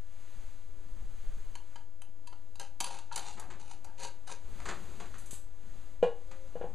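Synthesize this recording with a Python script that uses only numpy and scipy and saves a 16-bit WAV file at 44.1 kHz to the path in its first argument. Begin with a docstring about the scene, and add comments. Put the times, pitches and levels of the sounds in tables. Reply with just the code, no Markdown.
"""A metal screw band is set on a glass jar and turned down: struck modes tick, trains of tiny slips scrape.
Knocks (decaying noise) and bright clinks (high modes) are heard in the small kitchen.
Then a big pot of hot water clanks on the stove: low beating modes under upper wall modes; a faint tone swells.
A soft low click (filtered pulse) marks an edit cut.
A nearly mono hand-held camera adds rumble to coloured room noise, rustle, hiss and mains hum."""
import sys
import numpy as np
from scipy import signal
from scipy.fft import rfft, irfft, next_fast_len
from scipy.io import wavfile
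from scipy.ndimage import uniform_filter1d

SR = 44100
rng = np.random.default_rng(int(sys.argv[2]) if len(sys.argv) > 2 else 0)


def master(y):
    """Save y as 16-bit WAV."""
    cut = np.clip(np.atleast_2d(y).T, -1, 1)
    pcm = np.round(cut * 32767)  # scale
    wavfile.write(sys.argv[1], SR, pcm.astype(np.int16))


N = 297234
TIME = np.arange(N) / SR
RING_TIME = TIME[:SR // 2]


def from_db(db):
    """Decibels to amplitude gain."""
    return 10 ** (np.asarray(db) / 20)


def rms_one(x):
    """Scale to unit power."""
    return x / np.sqrt(np.mean(x ** 2) + 1e-20)


def attack_one(x):
    """Scale a blow to unit power over its first 5 ms."""
    return x / np.sqrt(np.mean(x[:SR // 200] ** 2) + 1e-20)


def gains(rows):
    """Interpolate rows of (s, dB, ..) in dB into one gain curve per level column."""
    times_s, *columns_db = np.transpose(rows)
    return [from_db(np.interp(TIME, times_s, db)) for db in columns_db]


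def cut(x, hz, kind, order=2):
    """Butterworth filter."""
    sections = signal.butter(order, np.minimum(hz, .45 * SR), kind, fs=SR, output="sos")
    return signal.sosfilt(sections, x + 1e-18)


def coloured(x, spectrum):
    """Shape x by (Hz, dB) points, with 12 dB/octave slopes outside them; unit power."""
    hz, db = np.transpose(spectrum)
    size = next_fast_len(len(x))
    f = np.maximum(np.arange(size // 2 + 1) * SR / size, 1)
    shape = from_db(np.interp(np.log(f), np.log(hz), db))
    shape = shape * np.minimum(f / hz[0], 1) ** 2 * np.minimum(hz[-1] / f, 1) ** 2
    return rms_one(irfft(rfft(x, size) * shape, size)[:len(x)])


def noise(spectrum, size=N):
    """Gaussian noise of a given colour; unit power."""
    return coloured(rng.standard_normal(size), spectrum)


def fade(t60_s):
    """Exponential decay, 60 dB in t60_s."""
    return from_db(-60 * RING_TIME / max(t60_s, 1e-3))


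def crack(spectrum, t60_s):
    """Decaying noise: the dense, quickly dying modes of a contact."""
    return noise(spectrum, size=len(RING_TIME)) * fade(t60_s)


def ring(modes, pitch=1, uneven=False):
    """Sum of decaying sines; uneven varies mode strengths with where the blow lands."""
    offsets_db = uneven * rng.uniform(-4, 4, len(modes))
    total = 0
    for (hz, db, t60_s), offset_db in zip(modes, offsets_db):
        partial = np.sin(2 * np.pi * hz * pitch * RING_TIME) * fade(t60_s)
        total = total + from_db(db + offset_db) * partial
    return attack_one(total)


def add(track, start_s, sound):
    """Mix a sound in at a time."""
    start = round(start_s * SR)
    track[start:start + len(sound)] += sound[:N - start]


# Camera tremble, least while the jar is worked on. Each row: time in seconds, rumble in dB.
TREMBLE = [(0, -48.5), (1.6, -47.5), (2, -58), (3.3, -52.5), (4.3, -54.5), (4.7, -46), (5.6, -46.5),
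           (6.74, -46)]
# Camera jolts. Each row: start in seconds, rumble in dB.
JOLTS = [(.33, -35.5), (.89, -37), (.99, -35.5), (1.24, -36), (4.44, -37), (5.68, -40)]
JOLT_ATTACK_S, JOLT_T60_S = 0.033, 1


def camera_shake():
    """Rumble gain: powers of a steady tremble and of jolts that rise quickly and sway to rest."""
    power = gains(TREMBLE)[0] ** 2
    for start_s, db in JOLTS:
        since_s = TIME - start_s
        rise = np.clip(since_s / JOLT_ATTACK_S, 0, 1)
        fall_db = 60 * np.maximum(since_s - JOLT_ATTACK_S, 0) / JOLT_T60_S
        power = power + (rise * from_db(db - fall_db)) ** 2
    return np.sqrt(power)


# Steady background. Each row: time in seconds, low room noise in dB, hiss in dB, both before layer trims.
AIR = [(0, -66, -69.5), (2.1, -64.5, -74.5), (4, -61.5, -69.5), (5, -60.5, -68), (6.74, -64, -75.5)]
# Arm and clothes moving. Each row: middle in seconds, length in seconds, hiss in dB, dull part in dB,
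# both before layer trims.
RUSTLES = [(.38, 0.74, -64, -67), (0.9, 0.6, -69, -61), (1.327, 0.96, -64, -65.5), (1.75, 0.26, -68, -75),
           (2.385, 0.59, -75, -72), (3.494, 0.48, -76, -56), (3.8, .25, -101, -61.5),
           (4.618, 0.49, -60.5, -55.5), (4.813, 0.59, -60, -53.5), (5.086, 0.8, -62, -58),
           (5.789, 0.57, -65.5, -63), (6.456, 0.97, -66.5, -64), (6.717, 0.56, -76, -55.5)]


def air_and_rustle():
    """Room-noise and hiss gains: each movement is a half-cosine swell power-summed with the background."""
    room, hiss = gains(AIR)
    for middle_s, length_s, hiss_db, dull_db in RUSTLES:
        swell = np.cos(np.pi * np.clip((TIME - middle_s) / length_s, -.5, .5))
        room = np.hypot(room, from_db(dull_db) * swell)
        hiss = np.hypot(hiss, from_db(hiss_db) * swell)
    return room, hiss


# Noise colours. Each row: frequency in Hz, relative density in dB per Hz.
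RUMBLE_COLOUR = [(11, -1), (15, 17), (19, -12), (25, 2.5), (45, -8.5), (70, -29.5), (110, -31.5),
                 (200, -34.5)]
ROOM_COLOUR = [(40, 6), (70, 12), (130, -7.5), (180, 0), (280, -5.5), (360, -4), (700, -12.5), (1200, -17),
               (2500, -60)]
HISS_COLOUR = [(300, 2.5), (900, 3.5), (1500, 3), (3000, -1.5), (4500, -2.5), (6500, 1), (9000, -8),
               (12000, -14), (15000, -20.5)]
# Mains hum. Each row: frequency in Hz, RMS level in dB.
HUM = [(120, -74), (240, -89.5)]


def background(rumble_db=0, room_db=1, hiss_db=1, side_db=-14):
    """Camera rumble, room noise, rustle and hiss as coloured noise, plus hum sines; almost mono."""
    room, hiss = air_and_rustle()
    still_room, still_hiss = gains(AIR)
    mid = from_db(rumble_db) * camera_shake() * noise(RUMBLE_COLOUR)
    mid = mid + from_db(room_db) * room * noise(ROOM_COLOUR)
    mid = mid + from_db(hiss_db) * hiss * noise(HISS_COLOUR)
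    # jolts and rustle stay out of the side signal
    side = gains(TREMBLE)[0] * noise(RUMBLE_COLOUR)
    side = side + still_room * noise(ROOM_COLOUR) + still_hiss * noise(HISS_COLOUR)
    hum = sum(from_db(db) * np.sqrt(2) * np.sin(2 * np.pi * hz * TIME) for hz, db in HUM)
    return mid + hum + from_db(side_db) * side * [[1], [-1]]


def chatter(length_s, count=7):
    """A contact is a unit impulse followed by a quick string of random tiny bounces."""
    size = max(int(length_s * SR), 2)
    bounces = np.zeros(size)
    bounces[rng.integers(1, size, count)] = rng.normal(0, .5, count)
    bounces[0] = 1
    return bounces


# Register crossovers, low and high, in Hz.
SPLITS_HZ = [2000, 5400]


def registers(x):
    """Split a sound into top, middle and body."""
    low_hz, high_hz = SPLITS_HZ
    top = cut(x, high_hz, "high", order=4)
    middle = cut(x, SPLITS_HZ, "band", order=4)
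    return top, middle, cut(x, low_hz, "low", order=4)


def tilted(db, brightness_db, wall_db=0):
    """Levels in dB of top, middle and body: brightness lifts the top and lowers the body."""
    return db + brightness_db, db + wall_db, db - brightness_db


# Band touching the glass. Each row: start in seconds, level in dB before register trims,
# brightness in dB, chatter length in seconds.
TICKS = [(1.554, -48, 0, .002), (1.758, -53.5, -6.5, 0.0031), (2.019, -53.5, 2.5, .003),
         (2.272, -54, -0.5, .005), (2.327, -60.5, -10.5, 0.011), (2.556, -56, 1, 0.0025),
         (2.597, -44, 3, 0.0036), (2.8036, -35, 5.5, 0.0059), (2.809, -37, 1, .003),
         (2.843, -37.5, 4.5, 0.0021), (2.864, -47.5, 1, 0.0052), (2.906, -49.5, -6.5, .0065),
         (2.943, -52.5, -1, 0.0039), (2.987, -50.5, 0.5, 0.00196), (3.1132, -57.5, -16.5, 0.0069),
         (3.127, -49.5, -6, 0.0026), (3.1593, -38.5, 7, 0.0039), (3.177, -41, 2.5, 0.0025),
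         (3.193, -44, 1, .003), (3.397, -55, 11, .005), (3.8455, -57.5, 6.5, 0.0047),
         (3.998, -53, 1, 0.0048), (4.032, -47.5, 2.5, .008), (4.275, -50, 0, 0.0033),
         (4.294, -52.5, -5, 0.0049)]
# Band rings freely while loose, damped as it seats. Each row: time in seconds, ring over crack in dB,
# lift of the 2-5.4 kHz wall tones in dB.
LOOSENESS = [(1.5, 3, 1), (2.6, 0.5, 1), (3.2, -2, -1.5), (4.3, -13, -1.5)]
# Modes of the band on the jar. Each row: nominal frequency in Hz, relative level in dB, t60 in seconds.
BAND_MODES = [(818, -9.5, 0.49), (916, -2, 0.26), (936, 2, 0.12), (1377, -6, 0.15), (1463, -11.5, 0.17),
              (1647, -3, 0.077), (2610, -1.5, 0.029), (2815, -5, 0.039), (3070, 5, 0.026),
              (4230, -31, 0.097), (3945, 2, 0.026), (4334, -1.5, 0.05), (4590, -6.5, 0.11),
              (6220, -1.5, 0.058), (6300, -1.5, 0.075), (6790, 9, 0.018), (7480, 10, 0.013),
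              (8200, -2, 0.049), (9340, 8.5, 0.016), (10030, 1, 0.028)]
# Metal-glass contact. Each row: frequency in Hz, relative density in dB per Hz.
CONTACT_COLOUR = [(300, -48), (550, -27), (780, 16), (1150, 4.5), (1500, 3), (2200, -12.5), (4300, -1),
                  (7000, 0.5), (10000, -9), (11500, -14.5), (15000, -40)]


def band_ticks(t60_s=0.041, soft_hz=13000, register_db=(-.5, .5, -.5)):
    """Each touch chatters into a crack and the band's modes, balanced by register."""
    out = np.zeros(N)
    times_s, *columns_db = np.transpose(LOOSENESS)
    for start_s, level_db, brightness_db, length_s in TICKS:
        grip = rng.normal(1, .012)   # pitch ratio: fingers bend the band a little out of tune
        ring_db, wall_db = [np.interp(start_s, times_s, column) for column in columns_db]
        modes = ring(BAND_MODES, pitch=grip, uneven=True)
        response = attack_one(crack(CONTACT_COLOUR, t60_s)) + from_db(ring_db) * modes
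        blow = cut(signal.fftconvolve(response, chatter(length_s)), soft_hz, "low")
        levels_db = tilted(level_db, brightness_db, wall_db)
        for part, db, trim_db in zip(registers(blow), levels_db, register_db):
            loudest = np.sqrt(uniform_filter1d(part ** 2, size=SR // 250).max())   # 4 ms RMS
            add(out, start_s, from_db(db + trim_db) * part / loudest)
    return out


SWELL_DB, RELEASE_RANGE_DB = 12, 33.5   # rise up to the peak, fall until a push is over
BODY_RELEASE = 0.98   # body release rate / release rate


def push(swell_s, release_db_per_s):
    """Gains of one push, swelling to a peak then dying away: main, and the slower-fading body."""
    length_s = swell_s + RELEASE_RANGE_DB / release_db_per_s
    t = np.arange(int(length_s * SR)) / SR
    rise_db = SWELL_DB * np.minimum(t / swell_s - 1, 0)
    fall_db = release_db_per_s * np.maximum(t - swell_s, 0)
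    return from_db(rise_db - fall_db), from_db(rise_db - BODY_RELEASE * fall_db)


def resound(slips, response):
    """A body's answer to a train of slips; unit power."""
    return rms_one(signal.fftconvolve(slips, response)[:len(slips)])


CATCHES_PER_S, CATCH_DB = 60, 13   # the thread snags and lets go with a larger slip


def slip_train(size, slips_per_s, spread_db, clump_db):
    """Random signed impulses whose rate clumps and whose sizes spread, plus larger catches."""
    catching = from_db(clump_db * noise([(30, 0), (90, -5.0), (250, -10.0)], size))
    slips = (rng.random(size) < slips_per_s * catching / SR) * rng.choice([-1, 1], size)
    slips = slips * from_db(spread_db * np.minimum(rng.exponential(1, size), 3))
    return slips + from_db(CATCH_DB) * (rng.random(size) < CATCHES_PER_S / SR)


# Finger pushes sliding the band along the thread. Each row: start in seconds, swell length in seconds,
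# peak level in dB before register trims, brightness in dB, release in dB per second.
TURNS = [(2.599, 0.0051, -48.5, -1, 281.5), (2.851, 0.02, -50.5, -2, 116), (2.907, 0.0188, -52, -0.5, 200),
         (3.122, 0.0031, -49.5, -1, 207), (3.162, .008, -45, -6.5, 272.5), (3.216, 0.068, -48.5, 0.5, 204),
         (3.383, 0.0092, -65.5, -17.5, 171), (3.583, 0.015, -59, -1.5, 107),
         (3.677, 0.039, -52.5, -0.5, 425), (3.844, .006, -65, -15, 220), (3.979, 0.07, -44.5, -1, 380.5),
         (4.268, 0.054, -48, 0, 388.5)]
# A tight band shakes the whole jar. Each row: frequency in Hz, relative level in dB, t60 in seconds.
JAR_MODES = [(453, -6.5, 0.099), (545, 3, .11), (939.4, 5.5, .22), (1385, -8, .09), (1580, 1, .12)]
# Jar modes over the rest of the body. Each row: time in seconds, ratio in dB.
SEATING = [(2.6, 1.5), (3.2, -11.5), (3.8, -8), (4.0, 10.5), (4.35, 8)]


def thread_scrape(slips_per_s=1600, spread_db=5, clump_db=5, ring_db=-3.0, soft_hz=11500,
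                  register_db=(-2, -3, -3)):
    """Clumps of tiny slips of metal over glass excite the band's modes, differently with each grip."""
    out = np.zeros(N)
    finger_damping = fade(.06)
    for start_s, swell_s, level_db, brightness_db, release_db_per_s in TURNS:
        effort, body_effort = push(swell_s, release_db_per_s)
        size = len(effort)
        slips = slip_train(size, slips_per_s, spread_db, clump_db)
        # the contact point travels round the rim: crossfade between two responses
        first, last = [resound(slips, finger_damping * ring(BAND_MODES, pitch=grip, uneven=True))
                       for grip in rng.normal(1, .035, 2)]
        angle = np.linspace(0, np.pi / 2, size)
        ringing = np.cos(angle) * first + np.sin(angle) * last
        rub = coloured(slips, CONTACT_COLOUR) + from_db(ring_db) * ringing
        top, middle, body = map(rms_one, registers(cut(rub, soft_hz, "low", order=3)))
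        seating = from_db(np.interp(start_s, *np.transpose(SEATING)))
        body = (body + seating * resound(slips, ring(JAR_MODES))) / np.hypot(1, seating)
        parts = top * effort, middle * effort, body * body_effort
        for part, db, trim_db in zip(parts, tilted(level_db, brightness_db), register_db):
            add(out, start_s, from_db(db + trim_db) * part)
    return out


# Small things bumped or shoved. Each row: start in seconds, level in dB before the common trim,
# t60 in seconds, attack in seconds.
KNOCKS = [(3.365, -48.5, 0.34, 0.015), (3.502, -46.5, 0.2, 0.00077), (4.589, -46, 0.15, 0.016),
          (4.655, -36.5, 0.15, 0.00081), (4.686, -32.5, 0.15, 0.0012), (5.0, -43.5, 0.17, .001),
          (5.055, -48, .06, .003), (5.141, -49, 0.16, 0.0018), (6.311, -47.5, 0.12, 0.0033)]
# Each row: frequency in Hz, relative density in dB per Hz.
KNOCK_COLOUR = [(150, -1), (290, -5.5), (370, 6.5), (500, -10), (900, 3), (1800, -0.5), (3000, -9),
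                (4500, -9), (7000, -7), (10000, -23), (15000, -70)]


def knocks(level_db=-1, grit_db=3.0):
    """Damped things bumped farther off: decaying noise, unevenly modulated as they rattle and settle."""
    out = np.zeros(N)
    for start_s, db, t60_s, attack_s in KNOCKS:
        grit = rms_one(from_db(grit_db * noise([(60, -3), (400, -7)], len(RING_TIME))))
        attack = np.minimum(RING_TIME / attack_s, 1)
        add(out, start_s, from_db(db + level_db) * attack * grit * crack(KNOCK_COLOUR, t60_s))
    return out


# Light bright clinks. Each row: start in seconds, level in dB before the ring and crack trims.
CLINKS = [(5.1826, -49), (5.2593, -51.5), (5.309, -41), (5.3336, -45)]
# Each row: frequency in Hz, relative level in dB, t60 in seconds.
CLINK_MODES = [(4930, -26, 0.11), (6220, 3, 0.12), (7340, -14, 0.12), (7730, -4, 0.35), (8100, -14, 0.11),
               (8500, -2, 0.14), (9650, -11, 0.1), (10500, -10, 0.13), (11100, -8, 0.15),
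               (13410, -13, 0.11)]
# Each row: frequency in Hz, relative density in dB per Hz.
CLINK_COLOUR = [(500, -15), (2500, -10), (4500, -8), (7500, 1.5), (10500, -5), (15000, -24)]


def clinks(ring_db=-10, crack_db=-4, t60_s=0.22):
    """Small hard things touch: high modes plus a bright crack."""
    out = np.zeros(N)
    for start_s, db in CLINKS:
        ringing = from_db(ring_db) * ring(CLINK_MODES, uneven=True)
        contact = from_db(crack_db) * crack(CLINK_COLOUR, t60_s)
        add(out, start_s, from_db(db) * (ringing + contact))
    return out


EDIT_CLICK_S, EDIT_CLICK_DB = 5.331, -44


def edit_click(t60_s=0.02):
    """One soft low click at an edit cut: a short decaying pulse, band-passed."""
    out = np.zeros(N)
    click = attack_one(cut(fade(t60_s), [60, 400], "band", order=1))
    add(out, EDIT_CLICK_S, from_db(EDIT_CLICK_DB) * click)
    return out


# Blows on the pot wall. 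Each row: start in seconds, level of the unfiltered boom in dB,
# hardness (low-pass) in Hz, boom length ratio, dull rattle relative to the boom in dB.
CLANKS = [(6.0277, -17.5, 9000, 1, -17), (6.5544, -35.5, 1790, 0.58, -13), (6.612, -36.5, 2420, 0.36, -6),
          (6.641, -35, 1390, 0.5, -14)]
# Two close low modes that beat. Each row: frequency in Hz, relative level in dB, t60 in seconds at ratio 1.
POT_BOOM = [(471.2, 3.5, .24), (492.8, 10.5, 0.22)]
# Upper and other wall modes. Each row: frequency in Hz, relative level in dB, t60 in seconds.
POT_MODES = [(171.7, -6, 0.21), (632, 1.5, 0.084), (685, 0.5, 0.13), (795, -4, 0.27), (920, -21, .3),
             (1005, -9.5, 0.24), (1094, -14.5, 0.35), (1427, -14, 0.25), (1663, -17, 0.24),
             (1940, -26, 0.22), (2116, -28, .17), (2425, -13, 0.17), (2622, -28, 0.22), (2830, -22, 0.36),
             (2903, -10.5, .17), (3040, -32, .24)]
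# Dull rattle. Each row: frequency in Hz, relative density in dB per Hz.
POT_THUD = [(100, -28), (180, -13.5), (280, -32), (400, 6), (600, -1), (820, 9.5), (1100, -17), (1600, -7),
            (2200, -17.5), (3000, -13.5), (4300, -20.5), (8000, -25.5), (15000, -48)]


def pot_clanks(modes_db=-10, t60_s=0.24):
    """The thin steel wall booms low and rings above; softer blows are duller with a shorter boom."""
    out = np.zeros(N)
    for start_s, db, hardness_hz, length_ratio, rattle_db in CLANKS:
        boom = ring([(hz, level_db, decay_s * length_ratio) for hz, level_db, decay_s in POT_BOOM])
        # wall modes start in opposite phase to the boom
        blow = boom - from_db(modes_db) * ring(POT_MODES)
        blow = blow + from_db(rattle_db) * crack(POT_THUD, t60_s)
        add(out, start_s, from_db(db) * cut(blow, hardness_hz, "low"))
    return out


# Faint tone between the clanks. 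Each row: time in seconds, RMS level in dB.
SINGING = [(6.22, -88.5), (6.29, -62), (6.37, -61), (6.46, -58), (6.53, -85)]
SINGING_HZ = 525


def singing(waver_hz=4):
    """A faint sine whose frequency wavers with slow noise (waver_hz RMS)."""
    hz = SINGING_HZ + waver_hz * noise([(3, -10), (15, 4)])
    return gains(SINGING)[0] * np.sqrt(2) * np.sin(2 * np.pi * np.cumsum(hz) / SR)


KITCHEN_T60_S = 0.28


def kitchen(x, wet_db, width_db):
    """Direct sound plus the diffuse noise tail of a small hard room, slightly different per channel."""
    colour = [(150, 0.5), (800, -0.5), (4000, -3), (8000, -8.5), (15000, -0.5)]
    mid, side = [crack(colour, KITCHEN_T60_S) for _ in range(2)]
    onset = np.clip(RING_TIME / 0.0087 - .5, 0, 1)   # silent 4.35 ms, full at 13 ms
    tails = (mid + from_db(width_db) * side * [[1], [-1]]) * onset
    wet = signal.fftconvolve([x], tails / np.linalg.norm(tails[0]), axes=1)[:, :N]
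    return x + from_db(wet_db) * wet


def scene():
    """The jar is close, the knocked things lie deeper in the room; tone, click and background stay dry."""
    jar = kitchen(band_ticks() + thread_scrape(), wet_db=-7.5, width_db=-31.5)
    stove = kitchen(knocks() + clinks(), wet_db=-5.5, width_db=-32)
    pot = kitchen(pot_clanks(), wet_db=-14, width_db=-38)
    return background() + jar + stove + edit_click() + pot + singing()


NOTCH_HZ, NOTCH_WIDTH_HZ, CUTOFF_HZ = 5426, 1440, 15100
# Constant offset. Each row: one channel, amplitude with full scale 1.
OFFSET = [
    [.030],
    [.011],
]


def record(dry):
    """The camera has a deep notch in the treble, a steep top cut and a constant offset."""
    notched = signal.lfilter(*signal.iirnotch(NOTCH_HZ, NOTCH_HZ / NOTCH_WIDTH_HZ, fs=SR), dry)
    top_cut = signal.ellip(10, .1, 80, CUTOFF_HZ, fs=SR, output="sos")
    return signal.sosfilt(top_cut, notched) + OFFSET


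dry = scene()
out = record(dry)
master(out)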